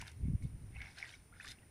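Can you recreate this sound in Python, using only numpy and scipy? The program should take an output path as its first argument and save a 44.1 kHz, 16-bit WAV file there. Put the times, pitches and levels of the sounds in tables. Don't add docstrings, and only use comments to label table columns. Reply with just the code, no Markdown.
import sys
import numpy as np
from scipy import signal
from scipy.fft import rfft, irfft, next_fast_len
from scipy.io import wavfile
from scipy.ndimage import uniform_filter1d

SR = 44100
rng = np.random.default_rng(int(sys.argv[2]) if len(sys.argv) > 2 else 0)


def to_wav(sig):
    pcm = np.clip(np.atleast_2d(sig), -1, 1) * 32767
    pcm = np.round(pcm).astype(np.int16)
    wavfile.write(sys.argv[1], SR, pcm.T)


N = 74970

# (time [s], level [dB])
GURGLE = [(0, -48), (.046, -60.5), (.072, -52.5), (.15, -75.5), (.6, -83.5), (.73, -74.5), (.818, -53),
          (.885, -57.5), (.94, -71), (.984, -52.5), (1.035, -54.5), (1.15, -61), (1.174, -72), (1.31, -92),
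          (1.335, -61), (1.392, -70), (1.402, -59), (1.525, -56.5), (1.556, -70.5), (1.7, -77)]
# (frequency [Hz], level [dB])
GURGLE_SPECTRUM = [(300, -33), (750, -13), (1150, -20.5), (1350, -13), (1530, 0), (1900, -4.5), (2200, -1),
                   (2600, -7), (4200, -17), (8000, -38)]
GURGLE_TRIM_DB, BUBBLES_PER_S = -3, 1200
BUBBLE_CYCLES = 22.7
BUBBLE_RISE = 0.03
BUBBLE_SPREAD_DB = 2.5
WASH_SHARE = 0.037

# (peak time [s], level [dB], swell [s], fade [s])
SWISHES = [(0.254, -72, 0.018, 0.056), (0.427, -69, 0.0045, 0.033), (0.769, -52, 0.015, 0.012),
           (.815, -54, 0.014, 0.019), (0.858, -58, 0.014, 0.041)]
# (frequency [Hz], level [dB])
SWISH_SPECTRUM = [(600, -26), (790, -19), (1100, -26.5), (1700, -28), (2000, -7), (2200, 4.5),
                  (2400, -11.5), (2700, -9.5), (3300, -37), (6000, -52)]

# (time [s], level [dB])
SPRAY = [(0, -57.5), (.026, -62.5), (.052, -71.5), (.072, -60), (.09, -67), (.164, -78), (.41, -85.5),
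         (.43, -67), (.524, -84.5), (.72, -78), (.865, -62.5), (.895, -64.5), (.946, -68), (.984, -55),
         (1.054, -62.5), (1.08, -58), (1.15, -61), (1.174, -71.5), (1.316, -87), (1.42, -63.5),
         (1.465, -65), (1.488, -57), (1.499, -62), (1.52, -57), (1.54, -80), (1.7, -82)]
# (frequency [Hz], level [dB])
SPRAY_SPECTRUM = [(400, -29), (900, -13), (2000, 10), (3000, -5), (3800, 1.5), (4650, -2), (5100, 1.5),
                  (5850, 2), (6200, -3), (7000, -7.5), (8500, -9.5), (11000, -16), (15500, -15)]
SPRAY_TRIM_DB, DROPS_PER_S, DROP_CYCLES, DROP_SPREAD_DB = -2.5, 2200, 65, 3.5
SPATTER_HZ, SPATTER_DB = 108, 1

# (end time [s], level [dB], swell [s])
FIZZES = [(0.086, -69, .04), (.44, -69, 0.013), (1.0, -72, 0.02), (1.15, -73, 0.26), (1.441, -66.5, 0.018),
          (1.521, -62.5, 0.04)]
# (frequency [Hz], level [dB])
FIZZ_SPECTRUM = [(5000, -21), (7000, -5), (8500, 1), (9700, 3), (11200, 1), (12500, -10), (15500, -17)]
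FIZZ_RELEASE_S, FIZZ_PER_S, FIZZ_CYCLES, FIZZ_SPREAD_DB = 0.0073, 3400, 32, 3

# (time [s], level [dB], starting pitch [Hz], 60 dB decay time [s], pitch rise per 10 ms [share])
PLOPS = [(0.0232, -40, 934, 0.014, 0.093), (.4235, -49, 2180, 0.019, 0.03), (.751, -55, 2130, 0.031, 0.023),
         (.8046, -38.5, 2180, 0.014, .02), (.8155, -34, 2150, 0.011, 0.021), (.818, -48, 1620, .04, .03),
         (0.976, -43.5, 1530, 0.04, 0.051), (1.0266, -26, 2140, 0.0092, 0.11),
         (1.0441, -36, 1920, 0.014, 0.04), (1.0572, -40, 1910, .01, 0.086), (1.124, -51, 3234, .05, 0.011),
         (1.138, -41.5, 2197, 0.029, 0.035), (1.325, -50.5, 1294, 0.055, 0.17),
         (1.366, -54, 1355, 0.066, 0.12), (1.3989, -36.5, 1546, 0.023, 0.484),
         (1.4065, -39, 2380, 0.02, .16), (1.408, -47, 1480, .04, .02), (1.429, -54, 9850, .035, .01),
         (1.4385, -49, 9900, .014, .01), (1.445, -48, 1133, 0.075, 0.029),
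         (1.4482, -41.5, 1510, 0.022, 0.088), (1.449, -45, 2350, .02, .03),
         (1.47, -38.5, 1760, 0.014, 0.058), (1.586, -52, 2660, 0.017, 0.073),
         (1.629, -58, 1890, 0.039, 0.035)]
PLOP_ATTACK_S, PLOP_TRIM_DB = 0.0011, -5.5

# (time [s], level [dB], 60 dB decay time [s], centre of the tint [Hz])
SMACKS = [(0.0133, -38, 0.013, 1890), (.0138, -39, 0.022, 6500), (0.0744, -46, .008, 9500),
          (0.079, -38.5, 0.013, 3560), (.095, -51.5, 0.016, 6000), (0.115, -51, 0.024, 6500),
          (.817, -42, .018, 2400), (0.984, -43.5, 0.031, 4300), (1.091, -44, 0.024, 2200),
          (1.112, -55, .01, 6500), (1.445, -42, .026, 1800), (1.457, -43, 0.0094, 5500),
          (1.4692, -44, 0.011, 4200), (1.4782, -38, 0.011, 3900), (1.4843, -42, .02, 4500),
          (1.4912, -45.5, 0.01, 6000), (1.504, -47, .014, 6000), (1.510, -45, 0.014, 5500),
          (1.516, -39.5, 0.015, 4770)]
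# (frequency [Hz], level [dB])
SMACK_SPECTRUM = [(300, -45), (1100, -5), (1650, 0.5), (6000, -1.5), (7500, -7), (11000, -4), (15000, -25)]
SMACK_ATTACK_S, SMACK_WIDTH_OCT, SMACK_TRIM_DB = 0.0007, 0.93, -8.5

# (mean frequency [Hz], mean level [dB])
HOLLOW = [(3490, -61), (3660, -58), (4160, -61), (5050, -63.5), (5990, -69.5)]
HOLLOW_FULL_S, HOLLOW_END_S, HOLLOW_SWELL_S, HOLLOW_RELEASE_S = 1.493, 1.521, 0.04, 0.0034
HOLLOW_WAVER_HZ, HOLLOW_FLUTTER_DB = 30.3, 2.5
HOLLOW_FLUTTER_HZ = 110.6

TAIL_T60_S, TAIL_DB = 0.15, -11.5

# (time [s], level [dB])
WIND = [(0, -49), (.075, -59), (.15, -54), (.24, -39), (.30, -38.5), (.355, -42), (.375, -56.5),
        (.43, -42.5), (.455, -35.5), (.48, -49.5), (.55, -49), (.59, -55.5), (.625, -51), (.74, -51.5),
        (.79, -46), (.86, -57.5), (.93, -65), (1.12, -66), (1.2, -62), (1.27, -70.5), (1.35, -59),
        (1.43, -66.5), (1.49, -55), (1.56, -67.5), (1.7, -65.5)]
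# (frequency [Hz], level [dB])
WIND_SPECTRUM = [(20, -9), (40, -3.5), (62, 3), (90, 3.5), (115, -2), (160, -10.5), (250, -16.5),
                 (350, -26), (600, -42.5), (1500, -105)]
# (time [s], peak level [dB], width [s])
THUMPS = [(0.2386, -31, 0.0031), (.256, -28, 0.0018), (0.2846, -26, 0.0015), (0.304, -25.5, 0.002),
          (0.3372, -25.5, 0.0017), (.354, -25.5, 0.0027), (.452, -25.5, 0.0022), (0.55, -37, 0.003),
          (.643, -43, .0028), (1.201, -51, .0028)]

TRILL_PER_S, TRILL_HZ, TRILL_FALL_HZ, TRILL_DB = 180, 9344, 565, -75
TRILL_RATE_DRIFT, TRILL_PITCH_SCATTER_HZ = 0.037, 54.9

# (frequency [Hz], level [dB])
INSECTS = [(7000, -26.5), (8400, -13), (9000, -11), (9200, -1), (9450, -3), (9700, -4.5), (10000, -6),
           (10200, -25), (12000, -51)]
INSECT_DB = -76
# (frequency [Hz], level [dB])
FIELD = [(30, -1.5), (70, 9), (115, 14.5), (190, 6.5), (300, 4), (600, -3.5), (1000, -6), (1600, -11),
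         (2250, -8), (3200, -16.5), (4300, -22), (5400, -15.5), (7000, -20.5), (11000, -20), (15500, -20.5)]
FIELD_DB = -65.5
# (frequency [Hz], level [dB])
HISS = [(100, -19), (350, -3.5), (650, 0.5), (1200, -8.5), (2500, -10), (5000, 4), (9000, 5.5), (12000, 8),
        (15500, 5), (17000, -28)]
HISS_DB = -84.5
TOP_HZ = 15600


def amp(db):
    return 10 ** (np.asarray(db) / 20)


def unit(x):
    return x / np.sqrt(np.mean(x ** 2) + 1e-20)


def curve(rows):
    return np.interp(np.arange(N) / SR, *np.transpose(rows))


def filtered(x, response):
    m = next_fast_len(N + SR // 2)
    spectrum = rfft(x, m) * response(np.fft.rfftfreq(m, 1 / SR))
    return irfft(spectrum, m)[..., :N]


def colour(x, points):
    f, db = np.transpose(points)
    return filtered(x, lambda hz: amp(np.interp(np.log(hz + 1), np.log(f), db)))


def noise(points):
    return unit(colour(rng.standard_normal(N), points))


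def wobble(hz):
    return unit(filtered(rng.standard_normal(N), lambda f: np.exp(-(f / hz) ** 2)))


def even(x, size):
    power = uniform_filter1d(uniform_filter1d(x ** 2, size), size)
    return x / np.sqrt(np.abs(power) + 1e-12)


def add(track, s, sound):
    part = track[max(round(s * SR), 0):][:len(sound)]
    part += sound[:len(part)]


def swell_and_fade(peak_s, swell_s, fade_s):
    t = np.arange(N) / SR
    return np.exp(np.minimum((t - peak_s) / swell_s, (peak_s - t) / fade_s))


def grains(per_s, lo_hz, hi_hz, cycles, rise, spread_db, size):
    when, pitch, strength, life = rng.random((int(per_s * N / SR), 4)).T[:, :, None]
    hz = lo_hz * (hi_hz / lo_hz) ** pitch
    turns = hz * np.arange(size) / SR
    age = turns / (cycles * (.5 + life))
    level_db = -spread_db * np.log(1 - .98 * strength) - 60 * age
    waves = amp(level_db) * np.sin(2 * np.pi * turns * (1 + rise * age / 2))
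    samples = (when * N).astype(int) + np.arange(size)
    weighted = waves * np.sqrt(hz)
    stream = np.bincount(samples.ravel(), weighted.ravel(), N)[:N]
    return unit(stream) + WASH_SHARE * rng.standard_normal(N)


def gurgle():
    bubbles = grains(BUBBLES_PER_S, 614, 3594, BUBBLE_CYCLES, BUBBLE_RISE, BUBBLE_SPREAD_DB, size=1200)
    return amp(curve(GURGLE) + GURGLE_TRIM_DB) * even(colour(bubbles, GURGLE_SPECTRUM), size=600)


def plops():
    out, t = np.zeros(N), np.arange(SR // 20) / SR
    for s, db, hz, t60, rise in PLOPS:
        shape = (1 - np.exp(-(t / PLOP_ATTACK_S) ** 2)) * 1000 ** (-t / t60)
        turns = hz * t * (1 + rise * t / .01 / 2)
        add(out, s, amp(db + PLOP_TRIM_DB) * shape / shape.max() * np.sin(2 * np.pi * turns))
    return out


def smacks():
    out, t = np.zeros(N), np.arange(SR // 20) / SR
    pieces = noise(SMACK_SPECTRUM)[:len(SMACKS) * len(t)].reshape(len(SMACKS), len(t))
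    freqs = np.fft.rfftfreq(len(t), 1 / SR) + 1
    for (s, db, t60, hz), spectrum in zip(SMACKS, rfft(pieces)):
        tint = 1 / (1 + (np.log2(freqs / hz) / SMACK_WIDTH_OCT) ** 2)
        slap = even(irfft(spectrum * tint, len(t)), size=100)
        burst = (1 - np.exp(-t / SMACK_ATTACK_S)) * 1000 ** (-t / t60)
        add(out, s, amp(db + SMACK_TRIM_DB) * burst / burst.max() * slap)
    return out


def spray():
    drops = grains(DROPS_PER_S, 2544, 8360, DROP_CYCLES, BUBBLE_RISE, DROP_SPREAD_DB, size=1200)
    level_db = curve(SPRAY) + SPRAY_TRIM_DB + SPATTER_DB * wobble(SPATTER_HZ)
    return amp(level_db) * even(colour(drops, SPRAY_SPECTRUM), size=600)


def swish():
    shape = sum(amp(db) * swell_and_fade(s, swell, fade) for s, db, swell, fade in SWISHES)
    bubbles = grains(BUBBLES_PER_S, 620, 3630, BUBBLE_CYCLES, BUBBLE_RISE, BUBBLE_SPREAD_DB, size=1000)
    return shape * even(colour(bubbles, SWISH_SPECTRUM), size=500)


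def fizz():
    shape = sum(amp(db) * swell_and_fade(s, swell, FIZZ_RELEASE_S) for s, db, swell in FIZZES)
    droplets = grains(FIZZ_PER_S, 6500, 12100, FIZZ_CYCLES, BUBBLE_RISE, FIZZ_SPREAD_DB, size=300)
    return shape * even(colour(droplets, FIZZ_SPECTRUM), size=700)


def hollow():
    t = np.arange(N) / SR
    swell = (t - HOLLOW_FULL_S) / HOLLOW_SWELL_S
    release = (HOLLOW_END_S - t) / HOLLOW_RELEASE_S
    shape = np.exp(np.minimum(np.minimum(swell, release), 0))
    out = np.zeros(N)
    for hz, db in HOLLOW:
        turns = np.cumsum(hz + HOLLOW_WAVER_HZ * wobble(HOLLOW_FLUTTER_HZ)) / SR
        level_db = db + HOLLOW_FLUTTER_DB * wobble(HOLLOW_FLUTTER_HZ)
        out += amp(level_db) * np.sin(2 * np.pi * turns)
    return shape * out


def scatter(x):
    t = np.arange(SR // 4) / SR
    tail = rng.standard_normal(len(t)) * 1000 ** (-t / TAIL_T60_S)
    return signal.fftconvolve(x, tail / np.linalg.norm(tail))[:N]


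def wind():
    out = amp(curve(WIND)) * even(noise(WIND_SPECTRUM), size=900)
    for s, db, width in THUMPS:
        u = (np.arange(N) / SR - s) / width
        out += amp(db) * (1 - u ** 2) * np.exp(-u ** 2 / 2)
    return out


def trill():
    rate = TRILL_PER_S * (1 + TRILL_RATE_DRIFT * wobble(16))
    cycle = np.cumsum(rate) / SR % 1
    hz = TRILL_HZ + TRILL_FALL_HZ * (.5 - cycle) + TRILL_PITCH_SCATTER_HZ * wobble(259)
    pulses = np.sin(np.pi * cycle) ** 2 * np.sin(2 * np.pi * np.cumsum(hz) / SR)
    return amp(TRILL_DB) * unit(pulses)


def chorus():
    return amp(INSECT_DB) * even(noise(INSECTS), size=500)


def field():
    return amp(FIELD_DB) * noise(FIELD)


def hiss():
    return amp(HISS_DB) * noise(HISS)


def scene():
    water = gurgle() + plops() + smacks() + spray() + swish() + fizz() + hollow()
    mid = water + amp(TAIL_DB) * scatter(water) + wind() + trill() + chorus() + field()
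    side = hiss()
    return np.array([mid + side, mid - side])


def record(dry):
    return filtered(dry, lambda hz: hz < TOP_HZ)


dry = scene()
out = record(dry)
to_wav(out)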